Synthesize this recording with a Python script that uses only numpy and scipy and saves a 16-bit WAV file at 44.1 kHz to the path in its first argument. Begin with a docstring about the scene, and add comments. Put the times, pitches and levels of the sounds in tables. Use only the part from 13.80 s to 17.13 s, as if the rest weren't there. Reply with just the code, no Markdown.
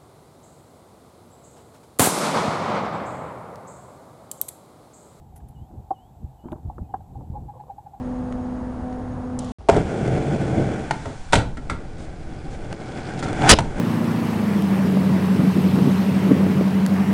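"""On board a motorboat on a wide river, heard from the cockpit: an eight-cylinder engine runs over the wash,
fizz and droplets along the hull. About half a second in, the throttle is eased and the engine settles into
a throbbing drone: multiples of its cycle rate and pulsing noise. After a soft thump, a tiny tick (a ping
and a snap) sounds close by; then gusts of dull noise buffet the microphone, with eddies thumping it,
while spray swells once. Two more ticks come near the end."""
import sys
import numpy as np
from scipy import signal
from scipy.fft import rfft, irfft, next_fast_len
from scipy.io import wavfile
from scipy.ndimage import uniform_filter1d, map_coordinates

SR = 44100
rng = np.random.default_rng(int(sys.argv[2]) if len(sys.argv) > 2 else 0)


def file_out(sig):
    """Save sig as 16-bit WAV at sys.argv[1]."""
    # one column per channel
    cols = np.atleast_2d(sig).T
    # limit, then scale
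    lim = np.clip(cols, -1, 1)
    pcm = np.round(lim * 32767).astype(np.int16)
    wavfile.write(sys.argv[1], SR, pcm)


N = 146853

# engine: the throttle is eased
THROTTLE_S, THROTTLE_TAKES_S = 0.44, 0.19  # start and duration
CYLINDERS = 8  # each fires once a four-stroke cycle
DRONE_MULTIPLE = 16  # the drone lies at twice the firing rate
DRONE_OPEN_DB, DRONE_EASED_DB = -35, -26.2  # before the exhaust resonances
THROB_S, LOPE_S = 2.961, 3.0  # moments at which the beat and the slower swell are at their top
UPPER_DB, UPPER_DB_PER_OCT = -54, -3  # the weak higher multiples, from the 25th up
WAVER_DB, WAVER_RATE = 0.75, 4.61  # wavering of the rumble: spread, random knots a second
JITTER_RAD, JITTER_RATE = 0.023, 16  # uneven firing: radians of the cycle, random knots a second
EXHAUST_DB, EXHAUST_PULSING = -31, 0.57  # breathy noise: level, depth of its pulsing

# water along the hull
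WASH_FLUTTER_DB, FIZZ_FLUTTER_DB = 0.15, 0.83
SPRAY_S, SPRAY_WIDTH_S, SPRAY_DB = 2.04, 0.81, -45  # one swell: top, half width at 1/e, level at the top
DROPS_PER_S, DROP_DB = 500, -47
DROP_HZ, DROP_SPREAD = 2270, 0.664  # median pitch, spread of its natural logarithm
DROP_CYCLES = 6.5  # a drop falls 30 dB in this many cycles
DROP_SCATTER_DB = 2  # scale of the exponential scatter in level

# wind and contact at the microphone
BREEZE_DB = -25  # before its changing share
LUMP_DB, LUMP_RATE = 2.7, 60  # turbulence: spread, random knots a second
THUMP_ATTACK_S, PUFF_DB = 0.00053, -8.5  # the puff is relative to the push
TICK_HZ, TICK_T60_S = 11300, 0.00095  # the ping
SNAP_T60_S, SNAP_DB = 0.0056, -2  # the snap, relative to the ping

# microphone band
TOP_HZ = 15900
LOW_CUT_HZ, LOW_CUT_STEEPNESS, LOW_FLOOR_DB = 76, 5, -20.5  # bass roll-off, and where it levels out


def amp(db):
    """Decibels to gain."""
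    return 10 ** (np.asarray(db) / 20)


def unit(x):
    """Scaled to rms 1."""
    return x / np.sqrt(np.mean(x ** 2) + 1e-20)


def curve(rows):
    """(time [s], value) points as one value per sample."""
    return np.interp(np.arange(N) / SR, *np.transpose(rows))


def wobble(rate):
    """A smooth random curve, rate knots a second."""
    return map_coordinates(rng.standard_normal(1024), [np.arange(N) * rate / SR], mode="wrap")


def filtered(x, response):
    """x with its spectrum multiplied by a response of frequency."""
    m = next_fast_len(N + SR // 2)  # padding keeps the end from wrapping to the start
    return irfft(rfft(x, m) * response(np.fft.rfftfreq(m, 1 / SR)), m)[:N]


def rush(spectrum, patchy_db):
    """Coloured noise of rms 1, with patches of random gain in time and frequency."""
    z = signal.stft(rng.standard_normal(N), nperseg=512)[2]
    field = uniform_filter1d(rng.standard_normal(z.shape), size=6, axis=0)
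    field = uniform_filter1d(field, size=10, axis=1)
    noise = signal.istft(z * amp(patchy_db * unit(field)), nperseg=512)[1][:N]
    f, db = np.transpose(spectrum)
    return unit(filtered(noise, lambda hz: amp(np.interp(np.log(hz + 1), np.log(f + 1), db))))


def fade(s, t60):
    """An envelope that starts at s and falls 60 dB in t60 seconds."""
    t = np.arange(N) / SR - s
    return (t >= 0) * np.exp(-np.log(1000) * np.abs(t) / t60)


def ring(s, hz, t60):
    """A damped sine that starts at s."""
    return np.sin(2 * np.pi * hz * (np.arange(N) / SR - s)) * fade(s, t60)


def engine():
    """Multiples of the cycle rate, rebalanced as the throttle closes, and exhaust noise pulsing at each firing."""
    # engine speed: (time [s], four-stroke cycle rate [Hz])
    speed_points = [(0.0, 14.358), (0.38, 14.448), (0.5, 14.014), (0.62, 12.989), (0.74, 12.546),
                    (0.87, 12.076), (1.05, 11.832), (1.3, 11.755), (1.6, 11.703), (1.95, 11.739),
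                    (2.3, 11.87), (2.9, 11.868), (3.33, 11.991)]
    # depth of the drone's once-a-cycle beat, as the engine settles: (time [s], share)
    throb_depth = [(.45, 0.076), (.75, 0.39), (1.3, 0.45), (2.9, 0.57)]
    # at low speed every other cycle grows stronger: (time [s], depth)
    lope_depth = [(.7, 0), (1.8, .17), (2.9, .3)]
    # rumble of uneven cylinders: (multiple of cycle rate, level throttle open [dB], level eased [dB])
    rumble_rows = [(7, -33.5, -46), (8, -29, -32), (9, -47, -48), (10, -33, -47), (11, -29.5, -37.5),
                   (12, -33.5, -36.5), (13, -41, -34), (14, -38.5, -38.5), (15, -42, -46), (18, -31, -38),
                   (20, -33, -62), (21, -41, -40), (22, -45, -36.5), (24, -36, -48), (26, -46, -44),
                   (29, -53, -58), (34, -44.5, -45), (36, -48, -38)]
    # exhaust resonances the multiples slide through: (frequency [Hz], half width at 1/e [Hz], boost [dB])
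    pipe_rows = [(191.3, 25, 10), (232.5, 13.5, 11.5), (318, 9.5, 13)]
    # colour of the breathy exhaust: (frequency [Hz], relative level [dB per Hz])
    exhaust_colour = [(25, -44), (45, -50), (70, -51), (92, -7.5), (130, -17), (200, -7.5), (300, -7.5),
                      (420, -14.5), (600, -25), (1200, -26), (4000, -94)]

    t, speed = np.arange(N) / SR, curve(speed_points)
    angle = 2 * np.pi * np.cumsum(speed) / SR
    since = lambda s: angle - np.interp(s, t, angle)
    eased = np.clip((t - THROTTLE_S) / THROTTLE_TAKES_S, 0, 1)

    def gain(k, open_db, eased_db):
        """Level of multiple k, with the exhaust resonances at its moving frequency."""
        pipe_db = sum(db * np.exp(-((k * speed - hz) / width) ** 2) for hz, width, db in pipe_rows)
        return amp(open_db + (eased_db - open_db) * eased + pipe_db)

    # the next multiple beats with the drone once a cycle
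    beating = np.cos(DRONE_MULTIPLE * since(THROB_S))
    beating = beating + curve(throb_depth) * np.cos((DRONE_MULTIPLE + 1) * since(THROB_S))
    lope = 1 + curve(lope_depth) * np.cos(since(LOPE_S) / 2)
    drone = gain(DRONE_MULTIPLE, DRONE_OPEN_DB, DRONE_EASED_DB) * beating * lope

    # the same jitter smears high multiples more than low ones
    uneven = angle + JITTER_RAD * wobble(JITTER_RATE)
    partial = lambda k: np.cos(k * uneven + 2 * np.pi * rng.random())
    waver = lambda: amp(WAVER_DB * wobble(WAVER_RATE))
    rumble = sum(gain(round(k), *levels) * partial(round(k)) * waver() for k, *levels in rumble_rows)
    multiples = np.arange(25, 80)
    upper_db = UPPER_DB + UPPER_DB_PER_OCT * np.log2(multiples / multiples[0])
    upper = sum(amp(db) * partial(k) for k, db in zip(multiples, upper_db))

    firing = unit(1 + EXHAUST_PULSING * np.cos(CYLINDERS * angle))
    exhaust = amp(EXHAUST_DB) * firing * rush(exhaust_colour, patchy_db=2.5)
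    return drone + rumble + upper + exhaust


def droplets():
    """Many small bubbles and drops, each ringing for a few cycles; rms 1."""
    t = np.arange(SR // 50) / SR
    count = int(DROPS_PER_S * N / SR)
    start = rng.integers(0, N, count)
    hz = np.minimum(DROP_HZ * np.exp(DROP_SPREAD * rng.standard_normal((count, 1))), TOP_HZ)
    size = amp(DROP_SCATTER_DB * np.minimum(rng.exponential(size=(count, 1)), 3))
    decay = np.exp(-np.log(1000) * hz * t / (2 * DROP_CYCLES))
    rings = size * np.sin(2 * np.pi * hz * t) * decay
    places = start[:, None] + np.arange(len(t))
    return unit(np.bincount(places.ravel(), rings.ravel(), N)[:N])


def water():
    """Noise for the wash along the hull, its fizzing foam and a swell of spray, with ringing droplets."""
    # colour of the wash: (frequency [Hz], relative level [dB per Hz])
    wash_colour = [(100, 5.5), (350, -3.5), (600, 4.5), (740, 1.5), (950, 2.5), (1350, -2.5), (2000, -4.5),
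                   (2700, -9), (3400, -14.5), (5000, -18.5), (7000, -23), (16000, -27)]
    # wash before its flutter: (time [s], level [dB])
    wash_level = [(0, -32.5), (.9, -32.5), (1.5, -33), (2.2, -32.5), (2.8, -33), (3.33, -32.5)]
    # colour of the foam: (frequency [Hz], relative level [dB per Hz])
    fizz_colour = [(1500, -1), (4000, 3.5), (5500, 3.5), (7000, -4.5), (8300, 3), (9500, -3.5),
                   (12000, 2.5), (14000, -5), (15800, -17)]
    # foam before its flutter: (time [s], level [dB])
    fizz_level = [(0, -54), (.7, -50.5), (1.1, -52), (2.15, -48), (2.6, -54), (2.95, -58), (3.33, -53)]
    # hiss of the bow wave: (frequency [Hz], relative level [dB per Hz])
    spray_colour = [(1200, -51), (2600, 11), (4300, 0), (5600, -3), (7000, -19), (12000, -26)]

    wash = amp(curve(wash_level) + WASH_FLUTTER_DB * wobble(rate=14)) * rush(wash_colour, patchy_db=1.3)
    fizz = amp(curve(fizz_level) + FIZZ_FLUTTER_DB * wobble(rate=34)) * rush(fizz_colour, patchy_db=2.9)
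    swell = np.exp(-((np.arange(N) / SR - SPRAY_S) / SPRAY_WIDTH_S) ** 2)
    spray = amp(SPRAY_DB) * swell * rush(spray_colour, patchy_db=2.5)
    return wash + fizz + spray + amp(DROP_DB) * droplets()


def wind():
    """A dull steady wind and short gusts, each with its own pitch, in turbulent lumps at the microphone."""
    # gusts: (time of top [s], standard deviation [s], level [dB], pitch ratio of the buffeting)
    gust_rows = [(1.168, 0.029, -31, .95), (1.255, 0.016, -27, 0.79), (1.39, .06, -25.5, 1.07),
                 (1.61, 0.037, -21, 1.05), (1.78, 0.034, -24.5, 1.1), (1.99, .028, -18.5, 1.09),
                 (2.065, 0.035, -17, 0.9), (2.525, 0.03, -15, 1.05), (2.675, .025, -17.5, 0.99)]
    # colour of the buffeting at pitch ratio 1: (frequency [Hz], relative level [dB per Hz])
    buffet_colour = [(25, -45), (55, -48), (90, -26), (150, -1), (250, 0.5), (400, -10.5), (700, -28.5),
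                     (1500, -66), (5000, -75)]
    # steady wind under the gusts, rising and falling: (time [s], share)
    breeze_share = [(.9, .15), (1.15, 1.33), (1.7, 0.9), (2.3, 0.91), (2.65, 1.75), (2.9, 0.43)]
    # duller colour of the breeze: (frequency [Hz], relative level [dB per Hz])
    breeze_colour = [(25, -38), (60, -34), (90, -26), (130, -3), (180, -2), (280, -9), (500, -18.5),
                     (2000, -61)]

    t = np.arange(N) / SR
    lumps = amp(LUMP_DB * wobble(LUMP_RATE))

    def buffet(pitch):
        """Lumpy noise of rms 1, its colour shifted by the pitch ratio."""
        return unit(lumps * rush([(hz * pitch, db) for hz, db in buffet_colour], patchy_db=1.5))

    bell = lambda s, width: np.exp(-((t - s) / width) ** 2 / 2)
    gusts = sum(amp(db) * bell(s, width) * buffet(pitch) for s, width, db, pitch in gust_rows)
    breeze = amp(BREEZE_DB) * curve(breeze_share)
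    return gusts + breeze * unit(lumps * rush(breeze_colour, patchy_db=2.5))


def thumps():
    """Single eddies hit the microphone: a low damped push and a puff of noise."""
    # eddies: (time [s], level [dB], pitch [Hz], 60 dB decay [s])
    thump_rows = [(.626, -19, 240, 0.039), (1.171, -12.5, 300, 0.031), (1.986, -8, 354, 0.026),
                  (2.514, -11.5, 450, 0.04), (2.599, -12, 348, 0.035), (2.639, -19, 240, 0.04),
                  (2.665, -14.5, 316, .07), (2.81, -7.5, 378, 0.014)]
    # colour of the puff: (frequency [Hz], relative level [dB per Hz])
    puff_colour = [(200, -5), (500, 11), (900, -11), (2000, -15), (6000, -51), (12000, -75)]

    puff = amp(PUFF_DB) * rush(puff_colour, patchy_db=0.5)
    rise = lambda s: np.clip((np.arange(N) / SR - s) / THUMP_ATTACK_S, 0, 1)
    hit = lambda s, hz, t60: rise(s) * (ring(s, hz, t60) + puff * fade(s, t60))
    return sum(amp(db) * hit(s, hz, t60) for s, db, hz, t60 in thump_rows)


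def ticks():
    """Each tick close by is a very short bright ping over a duller snap of noise."""
    # ticks: (time [s], level [dB])
    tick_rows = [(0.8229, -22.5), (3.0637, -15.5), (3.14, -27)]
    # colour of the snap: (frequency [Hz], relative level [dB per Hz])
    snap_colour = [(600, -2), (1800, 5), (3500, -7.5), (8000, -13), (16000, -16)]

    snap = amp(SNAP_DB) * rush(snap_colour, patchy_db=3.5)
    tick = lambda s: ring(s, TICK_HZ, TICK_T60_S) + snap * fade(s, SNAP_T60_S)
    return sum(amp(db) * tick(s) for s, db in tick_rows)


def scene():
    """Everything as heard from the cockpit, in mono."""
    return (engine() + water() + wind() + thumps() + ticks())[None]


def record(dry):
    """The microphone rolls off the deep bass down to a floor and keeps nothing above its band limit."""
    def response(hz):
        """Gain of the microphone at each frequency."""
        roll_off = 1 / np.sqrt(1 + (LOW_CUT_HZ / (hz + 1)) ** (2 * LOW_CUT_STEEPNESS))
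        return (hz < TOP_HZ) * np.maximum(roll_off, amp(LOW_FLOOR_DB))

    return filtered(dry[0], response)[None]


dry = scene()
out = record(dry)
file_out(out)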